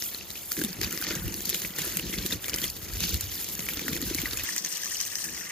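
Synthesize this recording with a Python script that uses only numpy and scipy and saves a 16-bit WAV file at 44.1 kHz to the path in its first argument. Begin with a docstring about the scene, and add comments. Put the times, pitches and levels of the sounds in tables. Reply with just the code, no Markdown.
"""A loose jet from a garden hose is swung over a wooden planter beside a house wall.
Its water patters and fizzes as random drops: short noise bursts, ringing cavities and trapped bubbles.
Larger slugs splat as noise around a rising tone, and the heavy ones thud on the soil.
Random hits drum the planter and stir a low rumble, over the steady shaped noise of the yard.
A hand-held pair of microphone ports hears it; near the end it is raised and turned."""
import sys
import numpy as np
from scipy import signal
from scipy.fft import rfft, irfft
from scipy.io import wavfile
from scipy.ndimage import uniform_filter1d

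SR = 44100
rng = np.random.default_rng(int(sys.argv[2]) if len(sys.argv) > 2 else 0)


def unload_wav(signal):
    """Save mono or channel-first audio to the path in sys.argv[1] as 16-bit WAV at rate SR, clipped to [-1, 1]."""
    wavfile.write(
        sys.argv[1],
        SR,
        np.round(np.clip(np.atleast_2d(signal).T, -1, 1) * 32767).astype(np.int16),
    )


N = 242991


def from_db(db):
    """Turn decibels into a gain."""
    return 10 ** (np.asarray(db) / 20)


def rms_one(x):
    """Scale a sound to an average (rms) strength of 1."""
    return x / np.sqrt(np.mean(x ** 2) + 1e-20)


def in_time(rows):
    """Draw straight lines between table rows; give each column at every sample."""
    s, *columns = np.transpose(rows)
    return [np.interp(np.arange(N) / SR, s, c) for c in columns]


def at_hz(points):
    """Read a table of frequency and value at every bin of the spectrum."""
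    hz = np.maximum(np.fft.rfftfreq(N, 1 / SR), 1)
    table_hz, values = np.array(points).T
    return np.interp(np.log(hz), np.log(table_hz), values)


def colour(x, spectrum, level_db):
    """Make each frequency of a sound louder or softer, as a table says."""
    gain = from_db(at_hz(spectrum))
    return from_db(level_db) * irfft(rfft(x) * gain, N)


def drift(rate_hz):
    """Smooth noise into a slow random wander of rms 1."""
    r = np.exp(-2 * np.pi * rate_hz / SR)
    noise = rng.standard_normal(N + SR)
    wander = signal.lfilter([1], [1, -2 * r, r * r], noise)
    return rms_one(wander[SR:])     # the first second lets the filter settle


def resonate(x, hz, width_hz):
    """Ring at one pitch like a struck cavity; a narrower resonance rings longer."""
    r = np.exp(-np.pi * width_hz / SR)
    feed = [(1 - r * r) / 2, 0, -(1 - r * r) / 2]     # gain 1 at the top of the resonance
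    back = [1, -2 * r * np.cos(2 * np.pi * hz / SR), r * r]
    return signal.lfilter(feed, back, x + 1e-18)


def body(x, modes):
    """A solid body rings at several pitches at once; rms 1."""
    total = 0
    for k, (hz, width_hz, db) in enumerate(modes):
        total = total + (-1) ** k * from_db(db) * resonate(x, hz, width_hz)
    return rms_one(total)


def drops(per_s, spread_db, clump_db):
    """Drops of random strength hit at random moments, clumped as the jet breaks up."""
    sizes = from_db(spread_db * np.minimum(rng.exponential(1, N), 3.5))
    chance = per_s * from_db(clump_db * np.tanh(drift(30))) / SR
    return sizes * (rng.random(N) < chance)


def patter(lumps, pitches, per_s, spread_db, burst_s, cycles, lump_db, ring_db, hiss_db):
    """A drop fizzes briefly around its pitch and rings a cavity; a lump fizzes at all pitches."""
    tail = [1, -np.exp(-1 / (burst_s * SR))]
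    hits = [drops(per_s, spread_db, clump_db=6.5) for _ in pitches]     # each pitch clusters on its own
    bursts = signal.lfilter([1], tail, hits)
    versions = []
    for _ in range(2):     # same hits, unrelated noise
        noise = rng.standard_normal((3, N))
        sign = rng.choice([-1, 0, 1], N)
        fizz = sum(resonate(b * noise[0], hz, hz / 3.6) for b, hz in zip(bursts, pitches))
        rings = sum(resonate(h * sign, hz, hz / cycles) for h, hz in zip(hits, pitches))
        broad = signal.lfilter([1], tail, lumps) * noise[1]
        mix = rms_one(fizz) + from_db(ring_db) * rms_one(rings)
        mix = mix + from_db(lump_db) * rms_one(broad) + from_db(hiss_db) * noise[2]
        versions.append(rms_one(mix))
    return np.array(versions)


def in_range(edges_hz, kind, slugs, patter_sound, level_db):
    """Keep one range of pitch; set the patter by its strength after the low-held sum colour."""
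    sos = signal.butter(3, edges_hz, kind, fs=SR, output="sos")
    patter_sound = signal.sosfilt(sos, patter_sound)
    strength = np.std(colour(patter_sound[0], SUM_LOW, 0))
    return signal.sosfilt(sos, slugs) + from_db(level_db) * patter_sound / strength


# The jet breaking on the leaves, before the swell around slugs:
# [t/s, small drops level/dB, big drops level/dB, fine spray level/dB]
JET_LEVELS = [(0.0, -37, -53, -31.5), (0.1, -41, -48.5, -37.5), (0.13, -45, -51, -40.5),
              (0.25, -45.5, -56.5, -48), (0.33, -49, -52, -42), (0.35, -43.5, -59, -42),
              (0.49, -49, -55.5, -40.5), (0.6, -42.5, -48, -35), (0.68, -45, -48.5, -44),
              (0.78, -49.5, -48, -47), (0.84, -38, -44.5, -41), (0.89, -43, -44, -42),
              (1.0, -41.5, -45.5, -38.5), (1.12, -36.5, -38, -40.5), (1.21, -45.5, -46, -40),
              (1.43, -43, -50.5, -37.5), (1.52, -38.5, -49.5, -37), (1.63, -41.5, -48.5, -36.5),
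              (1.74, -45.5, -48.5, -41), (1.82, -39.5, -42, -35.5), (2.05, -42.5, -49.5, -40),
              (2.29, -40, -45.5, -40), (2.34, -41, -46.5, -38), (2.39, -49, -53, -49),
              (2.46, -41.5, -43.5, -36), (2.52, -50, -50, -48), (2.65, -36, -40.5, -33.5),
              (2.72, -48, -58, -45), (2.88, -47.5, -49.5, -42.5), (3.05, -35.5, -46.5, -38),
              (3.25, -42.5, -51, -38.5), (3.54, -43.5, -50, -39.5), (3.65, -43.5, -47.5, -39),
              (3.8, -40, -46, -38), (3.97, -38.5, -44, -36), (4.0, -47.5, -48.5, -44),
              (4.05, -39.5, -46, -37), (4.24, -41, -43.5, -40), (4.5, -39.5, -44.5, -36.5),
              (4.62, -43, -55.5, -38), (4.79, -41, -50, -36.5), (4.99, -41, -51.5, -37),
              (5.22, -41, -48, -34.5), (5.4, -41.5, -47, -39), (5.51, -42.5, -43, -38)]
SMALL_FROM_HZ, SPRAY_FROM_HZ = 2750, 6660     # big drops lie below, fine spray above
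SPRAY_FOLLOWS = 0.71     # share of the swell that the fine spray follows
BUBBLE_DB, NOZZLE_HISS_DB = -8.5, -54     # bubbles against the patter; hiss before port colour


def jet_water():
    """Drops in three ranges of pitch, partly struck by the same lumps, plus slugs and nozzle hiss."""
    small_db, big_db, spray_db = in_time(JET_LEVELS)
    swell_db = slug_swell_db()
    low, high, tone = splats(ring_db=-10.5, spray_db=8.0, broad_db=-4.0)
    surge = from_db(4 * np.tanh(drift(7)))     # the jet surges
    lumps = drops(per_s=250, spread_db=4.5, clump_db=4.0) * surge
    leaves = patter(lumps, np.geomspace(1000, 8500, 13), per_s=55, spread_db=-1.0, burst_s=0.007,
                    cycles=14, lump_db=4, ring_db=-3, hiss_db=-3)
    leaves = rms_one(leaves + from_db(BUBBLE_DB) * bubbles())
    spray = patter(lumps, np.geomspace(10000, 15000, 3), per_s=620, spread_db=6.5, burst_s=0.0057,
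                   cycles=7.0, lump_db=-4, ring_db=-5, hiss_db=-12)
    white = in_range(SMALL_FROM_HZ, "low", low, leaves, big_db + swell_db)
    white += in_range([SMALL_FROM_HZ, SPRAY_FROM_HZ], "band", low, leaves, small_db + swell_db)
    white += in_range(SPRAY_FROM_HZ, "high", high, spray, spray_db + SPRAY_FOLLOWS * swell_db)
    white += from_db(NOZZLE_HISS_DB) * rng.standard_normal((2, N))     # the jet leaving the hose
    return heard_at_ports(white) + tone * from_db([[1.5], [-1.5]])     # slug tones sit a little left


BUBBLES_PER_S, BUBBLE_CYCLES = 420, 48     # cycles to fall by 60 dB
BUBBLE_RISE = 0.004     # rise per cycle, as a share of the starting pitch


def bubbles():
    """Drops trap air that rings briefly, rising in pitch; each bubble sits at its own side."""
    out, t = np.zeros((2, N + 1500)), np.arange(1500) / SR
    for at, size, softness, side in rng.random((int(BUBBLES_PER_S * N / SR), 4)):
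        hz, i = 1100 * 6.5 ** size, int(at * N)
        cycle = hz * t
        wave = np.sin(2 * np.pi * cycle * (1 + BUBBLE_RISE * cycle / 2))
        ring = wave * from_db(-60 * cycle / BUBBLE_CYCLES - 12 * softness)
        ring *= np.minimum(cycle / 4.1, 1) * np.sqrt(hz)     # swells in over 4.1 cycles
        out[:, i:i + len(t)] += ring * [[1], [2 * side - 1]]     # rows: sum and difference
    return rms_one(out[:, :N])


def ports(white, sum_colour, diff_colour, sum_db, diff_db, lean, quarter):
    """Two spaced ports as sum and difference; the difference partly follows the sum."""
    share = np.clip(at_hz(lean), -.75, .75) + 1j * quarter
    a, b = rfft(white)
    diff = irfft(share * a + np.sqrt(1 - abs(share) ** 2) * b, N)
    mid = colour(white[0], sum_colour, sum_db)
    side = colour(diff, diff_colour, diff_db)
    return np.array([mid + side, mid - side])


# Colour of the water in the ports' sum and difference, held low then raised,
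# before the overall levels below: [f/Hz, level/dB per Hz]
SUM_LOW = [(290, 8.5), (500, 5.5), (727, -3.5), (1270, -4), (1540, 0), (1930, 3), (2470, 1), (2850, 0),
           (4460, 2), (5610, -2.5), (6970, 3), (9160, -16), (10900, -3.5), (13700, 0.5), (15600, 0)]
DIFF_LOW = [(290, -50), (500, -5), (639, -1), (696, -2), (1290, -7.5), (1880, 3.5), (2110, -4.5),
            (3300, 2.5), (4210, -3.5), (5150, 3), (6580, 3.5), (8400, 6.5), (11700, -1.5), (13300, -24),
            (15600, -24)]
SUM_RAISED = [(290, -52), (500, -43), (889, -3.5), (1190, -1.5), (1350, -6), (1830, 8), (2200, 0),
              (3340, -3), (3700, -5.5), (6030, 3.5), (7490, -0.5), (9290, -4), (10700, -19), (13500, -3),
              (15600, -7)]
DIFF_RAISED = [(290, -57), (500, -32), (816, -15), (889, -10), (1090, -7), (1370, -10), (1830, 0.5),
               (2110, -6), (3860, -8.5), (5530, -1), (6030, 2), (7490, -7), (8050, -10), (9030, -4.5),
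               (15600, -43)]
# How much the difference follows the sum, pulling water left; capped at 0.75: [f/Hz, share]
LEAN_LOW = [(500, 0.6), (2000, 0.26), (5000, 0.056), (9000, .01), (15000, .01)]
LEAN_RAISED = [(500, 1), (2000, 0.28), (6000, 0.52), (9000, 0.064), (15000, .01)]
DIFF_LOW_DB, SUM_RAISED_DB, DIFF_RAISED_DB = -3, 1.5, 6.5
QUARTER_LOW, QUARTER_RAISED = 0.34, 0.28     # share that follows a quarter cycle early
RAISED_AT_S, RAISE_S = 4.45, 0.0091     # middle and length of the crossfade


def heard_at_ports(white):
    """Raising and turning the ports changes colour and side: one hearing fades into another."""
    raised = np.clip((np.arange(N) / SR - RAISED_AT_S) / RAISE_S + .5, 0, 1)
    held_low = ports(white, SUM_LOW, DIFF_LOW, 0, DIFF_LOW_DB, LEAN_LOW, QUARTER_LOW)
    held_high = ports(white, SUM_RAISED, DIFF_RAISED, SUM_RAISED_DB, DIFF_RAISED_DB,
                      LEAN_RAISED, QUARTER_RAISED)
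    return (1 - raised) * held_low + raised * held_high


def jet_pounding():
    """Random hits on the planter: three rows share their moments but push in or out by chance."""
    return drops(per_s=130, spread_db=-2.0, clump_db=3.0) * rng.choice([-1, 1], (3, N))


# Ringing of the planter, passed through twice: [f/Hz, width/Hz, level/dB]
PLANTER_MODES = [(179, 64, 1.3), (329, 71, 2), (419, 154, -2.5), (567, 137, -11)]
# The jet reaching soil and boards, before random surges:
# [t/s, planter drumming level/dB, low rumble level/dB]
GROUND_LEVELS = [(0.0, -55, -58), (0.56, -65, -59.5), (0.58, -33.5, -68), (0.64, -42, -49),
                 (0.73, -46, -53), (0.88, -39.5, -41), (0.9, -44, -66), (1.25, -42.5, -38),
                 (1.32, -47, -49), (1.6, -49.5, -59), (2.0, -44.5, -50), (2.36, -42, -43), (2.4, -56, -56),
                 (2.66, -43, -48), (2.73, -55, -52.5), (3.07, -45, -43), (3.15, -40.5, -34.5),
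                 (3.21, -55, -50), (3.6, -47, -47.5), (3.84, -46.5, -55), (3.9, -37.5, -44),
                 (4.0, -43, -46), (4.13, -43, -43.5), (4.44, -60, -50.5), (4.48, -54, -68),
                 (4.8, -58.5, -65), (5.22, -62, -61), (5.26, -47.5, -55), (5.51, -56.5, -66)]
DRUM_SURGE_DB, RUMBLE_SURGE_DB, GROUND_SURGES_HZ = 3.5, 4, 9.4


def planter_drumming(hits):
    """The hits ring the planter's resonances, and the wall sends back a faint echo."""
    level_db = in_time(GROUND_LEVELS)[0] + DRUM_SURGE_DB * np.tanh(drift(GROUND_SURGES_HZ))
    drum = from_db(level_db) * body(body(hits, PLANTER_MODES), PLANTER_MODES)
    echo = 0.12 * np.roll(drum, 300)     # 300 samples late
    return drum + echo * [[1], [-1]]     # the echo differs at the ports


# Low resonances of the rumble, passed through twice: [f/Hz, width/Hz, level/dB]
RUMBLE_MODES = [(41, 28, -5), (64.2, 33.3, -1.5), (108.2, 44, -4)]


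def low_rumble(hits):
    """Two rows of hits ring low resonances; the second row differs between the ports."""
    level_db = in_time(GROUND_LEVELS)[1] + RUMBLE_SURGE_DB * np.tanh(drift(GROUND_SURGES_HZ))
    rows = from_db(level_db) * np.array([body(body(h, RUMBLE_MODES), RUMBLE_MODES) for h in hits])
    return rows[0] + .5 * rows[1] * [[1], [-1]]


# Colour of the yard's background, before it is scaled to rms 1: [f/Hz, level/dB per Hz]
YARD_COLOUR = [(35, -38), (60, 4), (129, 1), (189, 6), (247, 3), (434, 5), (735, 2), (1500, -4),
               (1950, -48), (3300, -120)]
YARD_DB = -55.5     # of the part shared by both ports


def yard():
    """Steady noise, mostly low, partly shared between the ports."""
    noise = rng.standard_normal((2, N))
    rows = np.array([rms_one(colour(n, YARD_COLOUR, 0)) for n in noise])
    return from_db(YARD_DB) * (rows[0] + 0.8 * rows[1] * [[1], [-1]])


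# Slugs of water landing; levels before the ports' colour and the gains passed to splats():
# [t/s, reference level/dB, cavity pitch f/Hz,
#  fine spray level/dB above reference, splash level/dB above reference]
SLUGS = sorted([(0.0222, -21.5, 5640, -12, -2.5), (0.1457, -18, 4100, -27, -12),
         (0.303, -27.5, 3930, -2, -5), (0.5182, -19.5, 4970, -0.5, -7.5), (0.5155, -22.5, 1360, -10, -27),
         (0.5672, -20.5, 1640, -10, -11), (0.5906, -27.5, 1660, 5, -5), (0.6146, -15.5, 1580, -10, -11.5),
         (0.6377, -23.5, 3440, 1, -2.5), (0.8137, -21.5, 4770, -2, -1), (0.8315, -14.5, 4960, -26, -7),
         (0.845, -11, 4600, -25, -15), (0.9083, -20, 6000, -9, -21), (0.9262, -23.5, 1370, 1, -13),
         (0.975, -23, 5550, -5, -1.5), (1.014, -24, 1480, -2, -10), (1.04, -20.5, 4700, -19, -6),
         (1.067, -19, 4540, -30, -4.5), (1.1075, -22, 1440, -27, -10), (1.1525, -18.5, 6460, -9.5, -8),
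         (1.279, -28.5, 3030, -10, -2), (1.4202, -35, 6880, 6.5, -13), (1.4418, -42, 5930, -8, -12),
         (1.4687, -24, 4200, -22, -22), (1.493, -22.5, 3230, 6.5, -6), (1.5284, -28, 4340, -9, 2),
         (1.5444, -19, 3540, -0.5, -2.5), (1.6182, -24, 6960, -8, -2), (1.6482, -25.5, 2450, -11, -0.5),
         (1.7853, -23, 1850, 1, -11), (1.958, -35, 6560, 4, -13), (1.9704, -25, 2620, 6, -2),
         (1.9946, -22.5, 2750, -4, -3), (2.1275, -28, 2280, -9, -4), (2.1843, -22, 3800, -31, -1.5),
         (2.2621, -19.5, 3720, 0.5, -8), (2.3068, -18, 1900, -15, -23), (2.3236, -8, 3650, -31, -23),
         (2.4421, -24.5, 3560, -5, -4), (2.4818, -21, 2270, -2.5, -10.5), (2.5408, -13.5, 5060, -13, -9),
         (2.584, -19, 3080, -8, -8.5), (2.6167, -27, 4640, -1, 0), (2.6403, -15.5, 3320, -13, -6.5),
         (2.679, -17, 4850, -23, -24), (2.7003, -16.5, 4700, -11, -29), (2.9355, -25, 4500, -4, -12),
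         (3.0045, -16, 4320, -5.5, -10), (3.0376, -18.5, 4270, -8, -1.5), (3.1428, -19.5, 4400, -1.5, -11),
         (3.2088, -21, 6800, -0.5, -6), (3.4123, -21, 5000, -24, -25), (3.592, -23.5, 2310, -4, -4.5),
         (3.6654, -26.5, 2100, -13, -8), (3.687, -9.5, 2310, -21, -14.5), (3.7713, -21.5, 4440, -13, -2.5),
         (3.7932, -24.5, 2560, -17, -2), (3.881, -19.5, 1800, -5, -4.5), (3.9312, -22, 3750, -10, -3),
         (4.016, -20.5, 6930, -2.5, -6), (4.147, -25, 4300, 5, -3), (4.1849, -10.5, 2200, -32, -31),
         (4.2168, -25, 3140, 1, -3), (4.2566, -10, 1940, -34, -40), (4.332, -20, 3840, -8, -8),
         (4.373, -23.5, 2420, 3, -12), (4.395, -18, 2470, -21, -13), (4.4358, -23.5, 6350, 0.5, -13),
         (4.562, -18, 1860, -4, -10.5), (4.5802, -8.5, 6540, -15, -17), (4.6474, -6.5, 6270, -28, -17),
         (4.7705, -26, 6600, 2, -5), (4.8338, -26, 6060, -25, -1), (4.9455, -22, 6340, -1, -24),
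         (5.0111, -13, 6050, -20, -12.5), (5.0514, -17.5, 6000, -11, -16), (5.0624, -25, 5860, -4, -30),
         (5.1543, -19, 5740, -9, -4), (5.241, -28, 5630, -13, -1.5), (0.5741, -31, 6500, -6, -1),
         (1.499, -25, 6500, 7, -16), (2.3098, -28.5, 3760, 0, 0), (2.3305, -22.5, 3960, -3, -7),
         (2.1345, -18.5, 3380, -9.5, -17), (2.139, -15, 2060, -17, -14), (2.067, -28, 3000, -6, -7),
         (1.988, -26, 2060, -19, -8), (4.768, -21, 3260, -20, -20), (4.864, -25.5, 1160, -20, -20),
         (4.923, -22, 1850, -20, -17), (0.2099, -26, 2640, -25, -12), (0.3122, -31, 4380, -17, -4),
         (0.3546, -34, 2320, -12, -1), (0.6474, -19.5, 3560, -2, -9), (0.7038, -31.5, 6200, -14, -3),
         (0.7287, -30.5, 4700, -5, -1), (1.0236, -17.5, 1500, -16, -11), (1.0864, -22, 4830, -23, -5),
         (1.1842, -31, 6360, -8, -10), (1.3229, -26, 6300, -15, -5), (1.3414, -25.5, 5900, 0.5, -2),
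         (1.4052, -27, 6540, -10, 0), (1.4541, -21, 4150, -2, -11), (1.7619, -24, 6420, -12, -11),
         (1.8178, -19.5, 7000, -21, -6), (1.8622, -25, 6700, -9, -8), (1.923, -22, 6650, -6, -19),
         (2.0946, -31, 3300, -10, -13), (2.4954, -18, 4840, -6, -8.5), (2.5334, -17, 2980, -23, -8.5),
         (2.5601, -20, 6100, -3.5, -21), (2.9582, -23, 6840, -17, -5), (2.9682, -29, 2320, -14, -6),
         (3.0914, -16, 6930, -13, -13), (3.2964, -23, 6100, -22, -14), (3.3533, -19, 4950, -18, -15),
         (3.4436, -27.5, 6330, -3, -5), (3.4875, -26.5, 5270, 0, -8), (3.5513, -18.5, 6650, -8, -11.5),
         (3.6042, -26.5, 4270, -6, -2.5), (3.7354, -23.5, 3470, -3, -10), (3.9644, -27, 2150, -16, -2),
         (4.0238, -29, 4020, -6, 0), (4.0781, -32, 4340, -19, -11), (4.3106, -18, 4040, -16, -13),
         (4.4887, -25, 1800, -7, -4), (4.5366, -30, 6040, -18, -10), (4.6604, -22, 6440, -20, -6),
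         (4.7247, -16, 6440, -14, -18), (4.8574, -25.5, 6400, -18, -2), (4.9554, -18, 2930, -26, -25),
         (5.0024, -18, 6000, -17, -8), (5.1841, -27, 5550, -10, -3), (5.3363, -34, 5850, -13, -3),
         (5.4101, -31, 1800, -3, -8)])
# fall by 60 dB at 4 kHz; lower-pitched cavities last longer
SPLAT_T60_S, SPLAT_PITCH_LAW, SPLAT_RISE_S = 0.008, 0.4, 0.0005
RING_ON_DB, RING_ON_CYCLES = -11, 60     # the faint ring after: start level, cycles to fall 60 dB
CRACKLE_DB, CRACKLE_T60_S = -13, 0.2     # thrown-up droplets; a window shortens them further
SPRAY_RISE_S, SPRAY_T60_S = 0.0002, 0.007     # fine spray snaps on and dies fast


def splats(ring_db, spray_db, broad_db):
    """A slug bursts into noise, strongest near the pitch of the cavity it punches, which rings and rises."""
    low, high, tone = np.zeros((2, N)), np.zeros((2, N)), np.zeros(N)
    t = np.arange(1400) / SR
    fade_out = np.hanning(2 * len(t))[len(t):]
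    for s, db, hz, fine_db, splash_db in SLUGS:
        t60 = SPLAT_T60_S * (4000 / hz) ** SPLAT_PITCH_LAW
        i = round(s * SR)
        n = min(len(t), N - i)
        fade = (1 - np.exp(-t / SPLAT_RISE_S)) ** 2 * from_db(-60 * t / t60)
        fade = from_db(db) * fade / fade.max()
        # thrown-up droplets land again as an uneven crackle
        landings = 1.0 * (rng.random(len(t)) < 350 / SR)
        crackle = uniform_filter1d(landings, size=40) * 40
        after = from_db(db + CRACKLE_DB - 60 * t / CRACKLE_T60_S) * crackle
        after = after * fade_out * np.minimum(t / 0.0024, 1)
        mist = (1 - np.exp(-t / SPRAY_RISE_S)) * from_db(db - 60 * t / SPRAY_T60_S)
        noise = rng.standard_normal((2, 2, len(t))) * [[fade + after], [mist + after]]
        splash = 2 * resonate(noise[0], hz, 0.21 * hz) + from_db(broad_db) * noise[0]
        # give the splash the energy of its envelope
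        splash *= np.sqrt(np.sum((fade + after) ** 2) / np.sum(splash ** 2, axis=1, keepdims=True))
        ring_on = from_db(db + RING_ON_DB - 60 * t * hz / RING_ON_CYCLES) * np.minimum(t / 0.0039, 1)
        ring = from_db(ring_db) * (fade + ring_on) * np.sin(2 * np.pi * hz * (t + 3.5 * t * t))
        low[:, i:i + n] += from_db(splash_db) * splash[:, :n]
        high[:, i:i + n] += from_db(spray_db + fine_db) * noise[1, :, :n]
        tone[i:i + n] += ring[:n]
    return low, high, tone


BEFORE_S, AFTER_S, ESCORT_DB = 0.005, 0.016, 8     # spreads of the swell; gain over slug level


def slug_swell_db():
    """Drops swell just before each slug and longer after it, more for a louder slug."""
    s, db = np.transpose(SLUGS)[:2]
    marks = np.zeros(N)
    marks[(s * SR).astype(int)] = from_db(db + ESCORT_DB)
    t = np.arange(-2000, 2001) / SR
    bell = np.exp(-.5 * (t / np.where(t < 0, BEFORE_S, AFTER_S)) ** 2)
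    swell = 20 * np.log10(1 + np.abs(signal.fftconvolve(marks, bell, "same")))
    return swell - swell.mean()     # averages to no change in dB


# Heavy slugs on the soil: [t/s, peak level/dB, pitch f/Hz]
HEAVY_SLUGS = sorted([(0.576, -29.5, 323), (0.615, -22.5, 310), (0.642, -24, 220), (0.704, -34.5, 185),
               (0.814, -26, 385), (0.918, -39, 197), (1.076, -31.5, 316), (1.107, -28.5, 373),
               (1.163, -30, 160), (1.218, -31.5, 173), (1.28, -32, 303), (1.868, -31, 353),
               (1.961, -32.5, 173), (2.176, -31.5, 190), (2.252, -28.5, 350), (2.33, -32, 278),
               (2.623, -35, 302), (3.013, -31.5, 174), (3.047, -30, 180), (3.123, -23.5, 68.4),
               (3.593, -33, 178), (3.889, -27, 240), (3.925, -29, 195), (4.024, -28, 272), (4.11, -24, 333),
               (4.149, -28.5, 298), (4.19, -34, 170), (4.234, -27, 288), (3.775, -33, 298),
               (3.865, -32, 253), (3.955, -30.5, 303), (1.473, -33.5, 190), (1.542, -35.5, 176),
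               (1.619, -41, 355), (1.7, -36, 188), (1.807, -32.5, 167), (2.17, -36, 53), (2.539, -33, 326),
               (2.916, -32, 54.3), (2.953, -36.5, 332), (3.229, -32, 91), (4.434, -40, 296)])


def thuds(cycles):
    """A heavy slug pushes the soil and the boards, which swing briefly and settle."""
    out, t = np.zeros(N), np.arange(4000) / SR
    for s, db, hz in HEAVY_SLUGS:
        i = round(s * SR)
        push = t * np.exp(-t * hz / cycles) * np.sin(2 * np.pi * hz * t)
        out[i:i + len(t)] += from_db(db) * push / abs(push).max()
    return out


def scene():
    """Water above, planter, soil and yard below."""
    hits = jet_pounding()
    ground = planter_drumming(hits[0]) + low_rumble(hits[1:])
    return jet_water() + ground + yard() + thuds(cycles=0.91)


def record(dry):
    """Cut the lowest bass below 32 Hz and the top near 16.1 kHz."""
    dry = signal.sosfilt(signal.butter(4, 32, "high", fs=SR, output="sos"), dry)
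    return signal.sosfilt(signal.cheby2(12, 60, 16100, fs=SR, output="sos"), dry)


dry = scene()
out = record(dry)
unload_wav(out)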